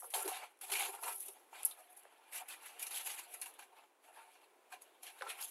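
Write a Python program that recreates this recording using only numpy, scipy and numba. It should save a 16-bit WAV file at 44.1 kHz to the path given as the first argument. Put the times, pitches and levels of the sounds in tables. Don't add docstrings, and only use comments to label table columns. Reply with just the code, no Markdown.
import sys
import numpy as np
from scipy import signal
from scipy.fft import rfft, irfft
from scipy.io import wavfile
from scipy.ndimage import uniform_filter1d
from numba import njit

SR = 44100
rng = np.random.default_rng(int(sys.argv[2]) if len(sys.argv) > 2 else 0)


def gain_from_db(level_db):
    decades = np.asarray(level_db, float) / 20
    return 10 ** decades


def bounce(signal):
    frames = np.transpose(np.atleast_2d(signal))
    limited = np.clip(frames, -1, 1)
    pcm = np.round(limited * 32767).astype(np.int16)
    wavfile.write(sys.argv[1], SR, pcm)


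N = 242770
LN_60_DB = np.log(1000)


def shape(x, points):
    hz, db = np.transpose(points)
    grid_hz = np.maximum(np.arange(2049) * SR / 4096, 1)
    log_gain = np.interp(np.log(grid_hz), np.log(hz), db) * np.log(10) / 20
    cepstrum = irfft(log_gain)
    cepstrum[1:2048] *= 2
    cepstrum[2049:] = 0
    impulse = irfft(np.exp(rfft(cepstrum)))
    return signal.fftconvolve(x, impulse)[:len(x)]


def ring(x, hz, width_hz):
    b, a = signal.iirpeak(min(hz, .45 * SR), max(hz / width_hz, .5), SR)
    return signal.lfilter(b, a, x)


@njit
def sweep(x, hz, width_share):
    y, band, low = np.empty(len(x)), 0., 0.
    for i in range(len(x)):
        g = np.tan(np.pi * hz[i] / SR)
        v = (band + g * (x[i] - low)) / (1 + g * (g + width_share))
        band, low, y[i] = 2 * v - band, low + 2 * g * v, width_share * v
    return y


@njit
def grains(start, hz, size, t60_s):
    out = np.zeros(N)
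    for k in range(len(start)):
        turn = np.exp(2j * np.pi * hz[k] / SR - LN_60_DB / (t60_s * SR))
        z = size[k] + 0j
        for i in range(start[k], min(N, start[k] + int(t60_s * SR))):
            out[i] += z.imag
            z *= turn
    return out


def walk(rate_hz):
    hold = int(SR / rate_hz)
    levels = rng.standard_normal(N // hold + 1)
    return uniform_filter1d(np.repeat(levels, hold), hold)[:N]


def along(s, v):
    return np.interp(np.arange(N) / SR, s, v)


def swell(s, rise_ms, fall_ms, db):
    ms = np.arange(0, 1000 * N / SR + 1)
    late_ms = ms - 1000 * s[:, None]
    rising = -late_ms / np.maximum(rise_ms, 2)[:, None]
    falling = late_ms / np.maximum(fall_ms, 2)[:, None]
    drop_db = 20 * np.maximum(rising, falling)
    power = np.sum(gain_from_db(db[:, None] - drop_db) ** 2, axis=0) + 1e-14
    return np.interp(np.arange(N) * 1000 / SR, ms, 10 * np.log10(power))


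# (frequency [Hz], gain [dB])
MICROPHONE_RESPONSE = [(30, -53), (150, -57.5), (220, -30.5), (320, -3.5), (500, -2.5), (8000, 7),
                       (9600, 11.5), (11000, 18.5), (12500, 6), (14000, -3), (15700, -9.5), (16100, -29),
                       (20000, -46)]


def microphone(x):
    return shape(x, MICROPHONE_RESPONSE)


def heard_at_unit(x):
    return x / np.std(microphone(x))


def heard_peak_unit(x):
    return x / np.abs(microphone(x)).max()


def friction(scatter_db, catch_db, catch_rate_hz):
    size_db = scatter_db * rng.exponential(size=N) + catch_db * walk(catch_rate_hz)
    return gain_from_db(size_db) * rng.standard_normal(N)


def patchy(x):
    depth_db, patch_s, patch_hz = 3, .025, 600
    spec = signal.stft(x, nperseg=256)[2]
    field = rng.standard_normal(spec.shape)
    for _ in range(2):
        field = uniform_filter1d(field, max(int(patch_hz * 256 / SR), 1), axis=0)
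        field = uniform_filter1d(field, max(int(patch_s * SR / 128), 1), axis=1)
    gain = gain_from_db(depth_db * field / np.std(field))
    return signal.istft(spec * gain, nperseg=256)[1][:N]


def resonate(modes, centre_hz, reach, wander, flap):
    rub = friction(scatter_db=2.0, catch_db=2.0, catch_rate_hz=70)
    gap_hz = centre_hz * np.exp(flap * walk(40))
    out, power = 0, 0
    for hz, width_hz, db in modes:
        near = gain_from_db(db) * (0.4 + np.exp(-(np.log(gap_hz / hz) / reach) ** 2))
        moving_hz = hz * np.exp(wander * walk(12))
        drifting = sweep(ring(rub, hz, 4 * width_hz), moving_hz, width_hz / hz)
        out = out + near * gain_from_db(2.37 * walk(35)) * heard_at_unit(drifting)
        power = power + near ** 2
    return out / np.sqrt(power)


# (frequency [Hz], gain [dB])
ROOM_SPECTRUM = [(18, -69), (30, -32), (95, -32.5), (189, -24.5), (273, -6), (364, 2), (473, 0),
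                 (1040, -1.5), (1160, -5.5), (2480, -12.5), (3870, -17.5), (4650, -22.5), (5310, -20.5),
                 (9710, -18), (15700, -24.5), (16100, -49.5)]


def room():
    level_db = -72 + 1.6 * walk(2.42)
    air = shape(rng.standard_normal(N), ROOM_SPECTRUM)
    return gain_from_db(level_db) * air / np.std(air)


# (loudest moment [s], rise [ms per 20 dB], fall [ms per 20 dB],
# skin hiss [dB], sheet rustle [dB], hollow ring [dB]); slopes are those of the hiss
STROKES = [(.010, 41, 31, -49.5, -74, -77), (0.041, 35, 93, -50.5, -74.5, -61.5),
           (.107, 8, 99, -50, -63, -84), (0.139, 0, 144, -36, -41, -44), (.18, 48, 107, -46.5, -62, -47.5),
           (.228, 62, 53, -44.5, -58, -52), (0.278, 0, 110, -41.5, -48, -45),
           (0.348, 118, 205, -71, -48.5, -53.5), (0.438, 106, 47, -78, -52, -48.5),
           (0.613, -1, 58, -44, -52.5, -104), (0.634, 27, 108, -51.5, -53, -57.5),
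           (0.702, 44, 58, -46.5, -50, -52), (0.719, 5, 202, -36.5, -44, -46.5),
           (.765, 56, 102, -59, -44.5, -65), (0.797, 40, 104, -38, -41.5, -52),
           (.824, 70, 91, -42, -41.5, -45.5), (0.864, 62, 62, -60, -46.5, -49.5),
           (.9, 60, 99, -66, -61, -60), (0.942, 76, 93, -52, -57, -53), (0.991, 80, 29, -70, -64, -56),
           (1.035, 21, 182, -45, -56.5, -46.5), (1.084, 99, 57, -45.5, -51, -47.5),
           (1.124, 60, 50, -43.5, -55.5, -66), (1.15, 94, 200, -48, -79, -84),
           (1.24, 119, 116, -47, -67, -85), (1.29, 67, 52, -60, -60.5, -64),
           (1.37, 103, 152, -74, -70, -65.5), (1.531, 4, 100, -79, -65, -59.5),
           (1.554, 58.5, 250, -63, -55.5, -58), (1.605, 60, 60, -59, -61, -60),
           (1.636, 50, 38, -68, -57, -56), (1.652, 5, 54, -37, -68, -61.5), (1.715, 150, 42, -49, -77, -70),
           (1.789, 42, 144, -59.5, -70, -60), (1.906, 30, 80, -61, -96, -63),
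           (1.974, 19, 46, -52.5, -76, -63), (2.328, 15, 75, -59, -51, -62.5),
           (2.345, 30, 60, -46, -49, -66), (2.362, 38, 60, -43, -48, -62.5), (2.382, 50, 50, -48, -50, -64),
           (2.428, 109, 39, -78, -63.5, -55), (2.487, 7, 60, -43.5, -51.5, -75),
           (2.507, 26, 64, -52, -51, -75), (2.538, 87, 53, -65, -51, -61),
           (2.663, 75, 105, -53.5, -53, -80), (2.77, 60, 63, -80, -62, -65),
           (2.796, 10, 101, -45, -52, -75), (2.834, 47, 44, -45.5, -50.5, -73),
           (2.867, 24, 57, -49.5, -52, -76), (2.911, 10, 103, -45, -51, -60),
           (2.961, 87, 99, -41.5, -47, -79), (3.006, 56, 47, -59, -52, -72),
           (3.07, 43, 127, -42.5, -51, -57.5), (3.105, 116, 89, -47, -47, -72),
           (3.191, 88, 78, -50, -51, -65), (3.348, 54, 42, -45.5, -53.5, -63),
           (3.425, 29, 60, -46, -53, -72), (3.461, 10, 65, -52, -59, -60), (3.592, 10, 69, -56, -58, -57.5),
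           (3.627, 40, 41, -68, -59, -66), (3.73, 62, 60, -90, -78, -68), (3.789, 66, 88, -76, -65, -63.5),
           (3.841, 97, 61, -81, -70, -68.5), (4.046, 33, 77, -67.5, -65.5, -69),
           (4.09, 62, 80, -87, -66.5, -64), (4.178, 149, 249, -77, -60, -60.5),
           (4.328, 106, 107, -72, -70, -87), (4.439, 210, 78, -83, -68.5, -70),
           (4.723, 22, 44, -58, -55.5, -63), (4.736, 57, 70, -80, -60.5, -57),
           (4.819, 14, 47, -59.5, -65.5, -73), (4.882, 71, 60, -76, -70, -71),
           (5.032, 11, 123, -53, -60, -60), (5.074, 61, 86, -59.5, -53, -75), (5.1, 42, 40, -73, -61, -69),
           (5.19, 62, 58, -68, -60.5, -79), (5.21, 6, 26, -79, -53.5, -69), (5.225, 13, 72, -88, -75, -54),
           (5.27, 57, 65, -79, -63, -51), (5.301, 27, 45, -47, -40, -51), (5.35, 48, 102, -59, -62, -66),
           (5.392, 36, 63, -73, -54.5, -58), (5.412, 34, 58, -46, -53, -61),
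           (5.429, 36, 66, -41.5, -50, -60), (5.48, 58, 152, -56.5, -62.5, -77)]


def strokes():
    s, rise_ms, fall_ms, skin_db, sheet_db, air_db = np.transpose(STROKES)
    hiss_db = swell(s, rise_ms, fall_ms, skin_db)
    rustle_db = swell(s, 0.72 * rise_ms, 0.72 * fall_ms, sheet_db)
    hollow_db = swell(s, 0.68 * rise_ms, 0.68 * fall_ms, air_db)
    return hiss_db, rustle_db, hollow_db


# (time [s], faint rustle [dB], rustle centre [Hz], ring centre [Hz])
GRIP = [(0, -80, 2250, 827), (0.133, -70, 3360, 865), (.25, -59, 2430, 870), (.33, -66, 2995, 850),
        (.38, -72, 2560, 850), (.45, -80, 2050, 816), (.59, -101, 2340, 874), (0.726, -90, 3390, 850),
        (.76, -90, 2430, 850), (.83, -87, 3074, 820), (0.899, -83, 2620, 850), (1.08, -82, 2195, 856),
        (1.27, -83, 3120, 750), (1.47, -83, 2340, 770), (1.711, -66.5, 3280, 940),
        (1.799, -70.5, 2050, 750), (2.27, -71, 2096, 860), (2.6, -65.5, 2410, 940),
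        (2.85, -64.5, 2647, 930), (2.96, -61, 3590, 936), (3.09, -65, 2594, 910), (3.302, -64.5, 2570, 840),
        (3.55, -71, 2460, 860), (3.72, -77, 2400, 850), (3.82, -77, 2630, 986), (3.95, -83, 2060, 857),
        (4.17, -81, 1905, 940), (4.36, -80, 2660, 815), (4.6, -80, 2155, 808), (5.079, -76.5, 2920, 874),
        (5.22, -63, 1670, 980), (5.303, -55, 2547, 1140), (5.5, -79.5, 3260, 880)]


def grip():
    s, held_db, rustle_hz, hollow_hz = np.transpose(GRIP)
    return gain_from_db(along(s, held_db)), along(s, rustle_hz), along(s, hollow_hz)


# (rustle re hiss [dB], duller hiss re hiss [dB])
DULL_SHARE = [(-35.5, -14), (-13.5, -10.5), (-5.5, -6.5), (4.5, -2.5)]
# (frequency [Hz], gain [dB])
HISS_SPECTRUM = [(6000, -37.5), (8500, -6), (10000, -3.5), (12000, -2.5), (16000, -4)]
# (frequency [Hz], gain [dB])
DULL_SPECTRUM = [(3200, -16), (5000, -13), (6500, -7), (8500, -5.5), (11000, -19.5)]


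def hiss(rustle_re_hiss_db):
    dull_db = np.interp(rustle_re_hiss_db, *np.transpose(DULL_SHARE))
    rub = friction(scatter_db=2.0, catch_db=3.0, catch_rate_hz=90)
    fine = heard_at_unit(shape(rub, HISS_SPECTRUM))
    dull = heard_at_unit(patchy(shape(rub, DULL_SPECTRUM)))
    return fine + gain_from_db(dull_db) * dull


# (frequency [Hz], gain [dB])
RUSTLE_SPECTRUM = [(700, -7.5), (1500, -6), (2000, -8), (2600, -6), (3500, -8.5), (4300, -12), (5500, -21),
                   (9000, -16.5)]
# (frequency [Hz], width [Hz], level [dB])
PAGE_MODES = [(778, 100, 2), (1024, 46, -2), (1612, 110, -2.5), (2394, 120, -0.5), (2747, 130, -1.5),
              (3200, 390, -8), (4170, 600, -6), (5640, 1200, -12)]


def rustle(centre_hz):
    centre_hz = np.clip(centre_hz, 800, 7000)
    rub = friction(scatter_db=2.0, catch_db=2.0, catch_rate_hz=80)
    start = np.sort(rng.integers(0, N, 4000))
    pitch, size = rng.standard_normal((len(start), 2)).T
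    sizes = gain_from_db(4 * size - 5 * np.maximum(pitch, 0))
    pops = grains(start, centre_hz[start] * np.exp(0.33 * pitch), sizes, 0.035)
    broad = patchy(shape(rub, RUSTLE_SPECTRUM))
    page = resonate(PAGE_MODES[2:], centre_hz, .45, wander=.03, flap=0.22)
    mix = heard_at_unit(broad)
    mix = mix + gain_from_db(-6) * heard_at_unit(sweep(broad, centre_hz, 1.0))
    mix = mix + gain_from_db(-3.0) * heard_at_unit(pops)
    return heard_at_unit(mix + gain_from_db(-4.0) * page)


# (frequency [Hz], width [Hz], level [dB])
HOLLOW_MODES = [(647.7, 19, -1.5), (747.3, 59.5, 3.5), (820, 47, 2), (892, 91, 2), (1027, 220, -6.5),
                (1315, 28, 3.5), (940, 330, -5)]


def hollow(centre_hz):
    return resonate(HOLLOW_MODES, centre_hz, 0.16, wander=.03, flap=0.14)


# (frequency [Hz], width [Hz], level [dB])
FOLD_MODES = [(338, 280, 1), (397.4, 26.5, 1), (457.7, 32, -2.5), (515, 35, -5)]
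# (loudest moment [s], rise [ms per 20 dB], fall [ms per 20 dB], level [dB], centre [Hz])
FLEXES = [(.051, 34, 77, -62, 500), (.158, 34, 131, -55, 448), (.248, 26, 42, -50, 397),
          (0.262, 20, 37, -43, 370), (.288, 50, 6, -45, 406), (.44, 150, 40, -69, 476),
          (0.729, 24, 150, -59, 398), (.84, 64, 77, -62, 400), (.89, 82, 33, -57.5, 405),
          (1.055, 36, 122, -61.5, 433), (1.11, 78, 38, -70, 440), (1.292, 17, 40, -64.5, 426),
          (2.058, 15, 14, -60, 445), (5.211, 5, 37, -54.5, 475), (5.29, 71, 27, -52, 515)]


def fold(ring_gain):
    *flex, fold_hz = np.transpose(FLEXES)
    gain = np.hypot(gain_from_db(-15.5) * ring_gain, gain_from_db(swell(*flex)))
    return gain * resonate(FOLD_MODES, along(flex[0], fold_hz), 0.12, wander=0.0069, flap=.02)


# (time [s], peak [dB], centre [Hz], burst t60 [s], 3 ms at least)
SNAPS = [(.0225, -46, 1080, 0.01), (.03, -43.5, 750, 0.016), (.043, -47, 940, 0.033),
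         (.108, -56, 2200, .008), (.13, -55, 900, .008), (0.104, -40, 10300, 0.02),
         (0.138, -34, 3400, 0.01), (0.1415, -40, 3200, .016), (.278, -44.5, 360, 0.039),
         (.256, -46, 290, .04), (.258, -48, 4500, 0.0087), (0.278, -33, 10500, .02),
         (.573, -58, 9000, .004), (.59, -56, 9000, 0.0037), (0.612, -45, 11700, .025),
         (.717, -32, 11200, 0.028), (0.725, -40, 1200, 0.0092), (.737, -32, 2100, .012),
         (0.737, -36, 4300, 0.017), (0.755, -32, 2400, 0.035), (0.806, -33, 2190, .015),
         (0.95, -36.5, 10400, 0.015), (1.033, -47, 820, 0.012), (1.034, -37, 10800, .025),
         (1.283, -36, 10900, 0.041), (1.526, -51, 765, 0.036), (1.632, -30.5, 10900, 0.011),
         (1.65, -18, 11200, 0.0052), (1.6537, -16.5, 11100, 0.0027), (1.655, -22, 10900, 0.0063),
         (1.638, -47, 2780, .01), (1.712, -51, 4150, 0.008), (1.974, -50, 10000, 0.036),
         (2.034, -52, 11200, 0.018), (2.052, -51.5, 580, 0.011), (2.052, -54, 1640, 0.0074),
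         (2.333, -40.5, 11400, 0.028), (2.409, -48, 820, .05), (2.485, -43, 11100, .025),
         (2.795, -37.5, 11200, 0.029), (2.827, -31, 10800, 0.038), (2.828, -45, 2530, 0.021),
         (2.868, -32.5, 10600, 0.037), (2.908, -39, 11500, .025), (2.97, -38.5, 2900, 0.074),
         (3.074, -54, 2300, .015), (3.19, -60, 960, 0.025), (3.341, -35.5, 11400, 0.042),
         (3.4, -47, 11000, .01), (3.415, -31.5, 10500, 0.07), (3.421, -44, 3200, 0.0063),
         (3.459, -39, 10800, 0.026), (3.459, -45, 2640, 0.038), (3.539, -49.5, 10400, 0.054),
         (3.59, -52.5, 2330, 0.014), (4.723, -62, 797, 0.024), (4.82, -43.5, 10900, 0.03),
         (5.032, -40.5, 10700, 0.042), (5.068, -45, 3000, .01), (5.204, -51, 4000, .006),
         (5.21, -43, 1590, .012), (5.212, -44, 2400, .01), (5.221, -31, 1400, 0.009),
         (5.221, -38.5, 2670, 0.0069), (5.259, -50, 5900, .005), (5.302, -45, 3040, .015),
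         (5.426, -36, 4570, .006)]


def snaps():
    out, t = np.zeros(N + 4096), np.arange(4096) / SR
    noises = rng.standard_normal((len(SNAPS), len(t)))
    for (s, db, hz, t60_s), noise in zip(SNAPS, noises):
        share = 0.55 if hz < 6000 else 1 if db < -28 else 0.47
        burst = noise * np.exp(-LN_60_DB * t / max(t60_s, .003)) + 4 * (t == 0)
        for widen in (1, 1, 1.3):
            burst = ring(burst, hz, widen * share * hz)
        start = int(s * SR)
        out[start:start + len(t)] += gain_from_db(db) * heard_peak_unit(burst)
    return out[:N]


# (zero crossing [s], slope level [dB], length [s])
PUFFS = [(.14, -86, .004), (.165, -84, 0.0057), (.275, -89, 0.0073), (0.724, -80, 0.0053),
         (1.644, -81, 0.00417), (5.222, -68, 0.0025)]


def puffs():
    t = np.arange(N) / SR
    out = np.zeros(N)
    for s, db, length_s in PUFFS:
        out += gain_from_db(db) * (s - t) / length_s * np.exp(-((t - s) / length_s) ** 2)
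    return out


# (time [s], peak [dB], pitch [Hz], t60 [s], 10 ms at least)
PINGS = [(.254, -43, 382, 0.097), (.275, -46, 394, .07), (.316, -36.5, 755, 0.086), (.141, -42, 3100, .04),
         (.143, -44, 4300, .03), (.145, -43, 900, .07), (.73, -43, 4400, .03), (.74, -39, 2350, .06),
         (.752, -38, 2750, .06), (.762, -43, 4300, .05), (.766, -42, 2450, .04), (.803, -39, 2200, .03),
         (.835, -43, 2800, .05), (.86, -44, 2900, .04), (.804, -41, 846, .05), (.824, -39, 874, 0.045),
         (1.026, -46, 910, .08), (1.034, -48, 2600, 0.037), (1.036, -48, 1314, .06), (1.052, -44, 743, .06),
         (1.08, -46, 935, 0.088), (1.08, -52, 2500, .06), (1.1, -52.5, 1322, 0.22),
         (1.104, -53, 2090, 0.083), (1.104, -53, 2550, .07), (1.107, -48, 770, .06), (1.6, -50, 840, .06),
         (1.712, -45.5, 3650, 0.018), (1.719, -57, 3980, .04), (2.404, -52, 950, .05),
         (2.414, -50, 760, .09), (2.826, -45.5, 2440, .04), (2.944, -44, 3370, .03),
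         (2.967, -51, 3280, .03), (3.003, -49, 2780, .04), (3.06, -48, 2770, .04), (3.192, -47, 960, 0.046),
         (3.418, -50, 4300, .04), (3.459, -54, 2760, .07), (3.466, -53, 952, 0.089),
         (3.591, -55, 1600, 0.069), (3.593, -51, 2610, 0.049), (3.622, -52, 1580, 0.052),
         (3.785, -61, 2640, 0.053), (4.162, -60, 1770, 0.07), (4.724, -48, 1580, .05),
         (4.724, -54, 2410, .06), (4.735, -47, 753, 0.057), (5.031, -58, 3200, .04),
         (5.031, -59, 4250, .05), (5.031, -60, 5500, .05), (5.211, -50, 497, 0.088),
         (5.223, -38, 972, 0.055), (5.232, -44, 800, .08), (5.25, -51, 500, .06), (5.27, -50, 1450, .05),
         (5.288, -48, 560, .06), (5.3, -50, 1840, .07), (5.316, -48, 2500, 0.11)]


def pings():
    out, t = np.zeros(N + 4096), np.arange(4096) / SR
    noises = rng.standard_normal((len(PINGS), len(t)))
    for (s, db, hz, t60_s), noise in zip(PINGS, noises):
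        push = (t == 0) + 0.18 * noise * np.exp(-t / .004)
        tone = ring(push, hz, LN_60_DB / (np.pi * max(t60_s, .01)))
        start = int(s * SR)
        out[start:start + len(t)] += gain_from_db(db) * heard_peak_unit(tone)
    return out[:N]


# (time [s], peak [dB], burst t60 [s], 10 ms at least, brightness [dB per octave])
FLICKS = [(.145, -41, 0.061, -5), (.258, -53, .03, 4), (.279, -45, 0.045, -5), (.318, -48, 0.14, -6),
          (.365, -42.5, 0.22, -2.5), (.42, -50, 0.09, -5), (.698, -47, 0.045, -2), (.72, -42, 0.075, 5),
          (0.751, -35.5, 0.14, 6), (.782, -39, .1, 7), (.804, -45, .05, 1), (.826, -49, .06, 1),
          (.885, -43, 0.11, -5.5), (1.035, -42, 0.11, 9), (1.06, -48, 0.16, 2), (1.09, -48, .12, 0),
          (2.5, -48, 0.14, 8), (2.63, -52, .15, 4), (2.69, -51, 0.22, 1), (2.8, -49, 0.055, 9),
          (2.865, -43.5, 0.065, 12), (2.91, -55, 0.088, 14), (2.945, -44, 0.092, 11),
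          (2.971, -42, 0.12, 13), (3.005, -47, 0.087, 8), (3.07, -43, 0.11, 4), (3.135, -47, 0.054, 2),
          (3.19, -52, 0.099, 6), (3.415, -47, 0.21, 3), (3.459, -45.5, 0.12, 2.5), (3.591, -50, 0.12, -2),
          (3.622, -52.5, 0.089, -2), (4.16, -58, 0.13, 0), (4.352, -57, 0.11, -1), (4.723, -45.5, .12, 0.5),
          (4.738, -49.5, .14, -3), (4.862, -63, 0.037, 3), (5.033, -58, 0.088, 9), (5.066, -51, 0.073, 9),
          (5.078, -51, 0.093, 6), (5.1, -54, 0.065, 1), (5.24, -54, 0.09, -3), (5.27, -48.5, .08, -1),
          (5.32, -48, .15, 3)]


def flicks():
    out, t = np.zeros(N + 8192), np.arange(8192) / SR
    noises = rng.standard_normal((len(FLICKS), len(t) + len(PAGE_MODES)))
    for (s, db, t60_s, bright_db), noise in zip(FLICKS, noises):
        envelope = (1 - np.exp(-t / 0.00043)) * np.exp(-LN_60_DB * t / max(t60_s, .01))
        burst = noise[:len(t)] * envelope
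        body = 0
        for (hz, width_hz, mode_db), off in zip(PAGE_MODES, noise[len(t):]):
            one = ring(burst, hz * (1 + 0.013 * off), 3 * width_hz)
            one = ring(one, hz * (1 + 0.014 * off), width_hz)
            body = body + gain_from_db(mode_db + bright_db * np.log2(hz / 1600)) * one / np.std(one)
        start = int(s * SR)
        out[start:start + len(t)] += gain_from_db(db) * heard_peak_unit(body)
    return out[:N]


def walls(paper):
    t60_s, level_db, delay_s = 0.093, -10.5, .003
    t = np.arange(SR // 4) / SR
    tail = rng.standard_normal(len(t)) * np.exp(-LN_60_DB * t / t60_s) * (t > delay_s)
    return gain_from_db(level_db) * signal.fftconvolve(paper, tail / np.linalg.norm(tail))[:N]


def scene():
    hiss_db, rustle_db, hollow_db = strokes()
    held_gain, rustle_hz, hollow_hz = grip()
    rustle_gain = np.hypot(gain_from_db(rustle_db), held_gain)
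    ring_gain = np.hypot(gain_from_db(hollow_db), gain_from_db(-2) * held_gain)
    paper = gain_from_db(hiss_db) * hiss(rustle_db - hiss_db)
    paper = paper + rustle_gain * rustle(rustle_hz)
    paper = paper + ring_gain * hollow(hollow_hz) + fold(ring_gain)
    paper = paper + snaps() + pings() + flicks()
    return (paper + walls(paper))[None]


def band_limit(x):
    return signal.sosfilt(signal.butter(12, 16630, fs=SR, output="sos"), x)


def record(dry):
    mix = microphone(dry[0]) + room() + puffs()
    return band_limit(mix[None])


dry = scene()
out = record(dry)
bounce(out)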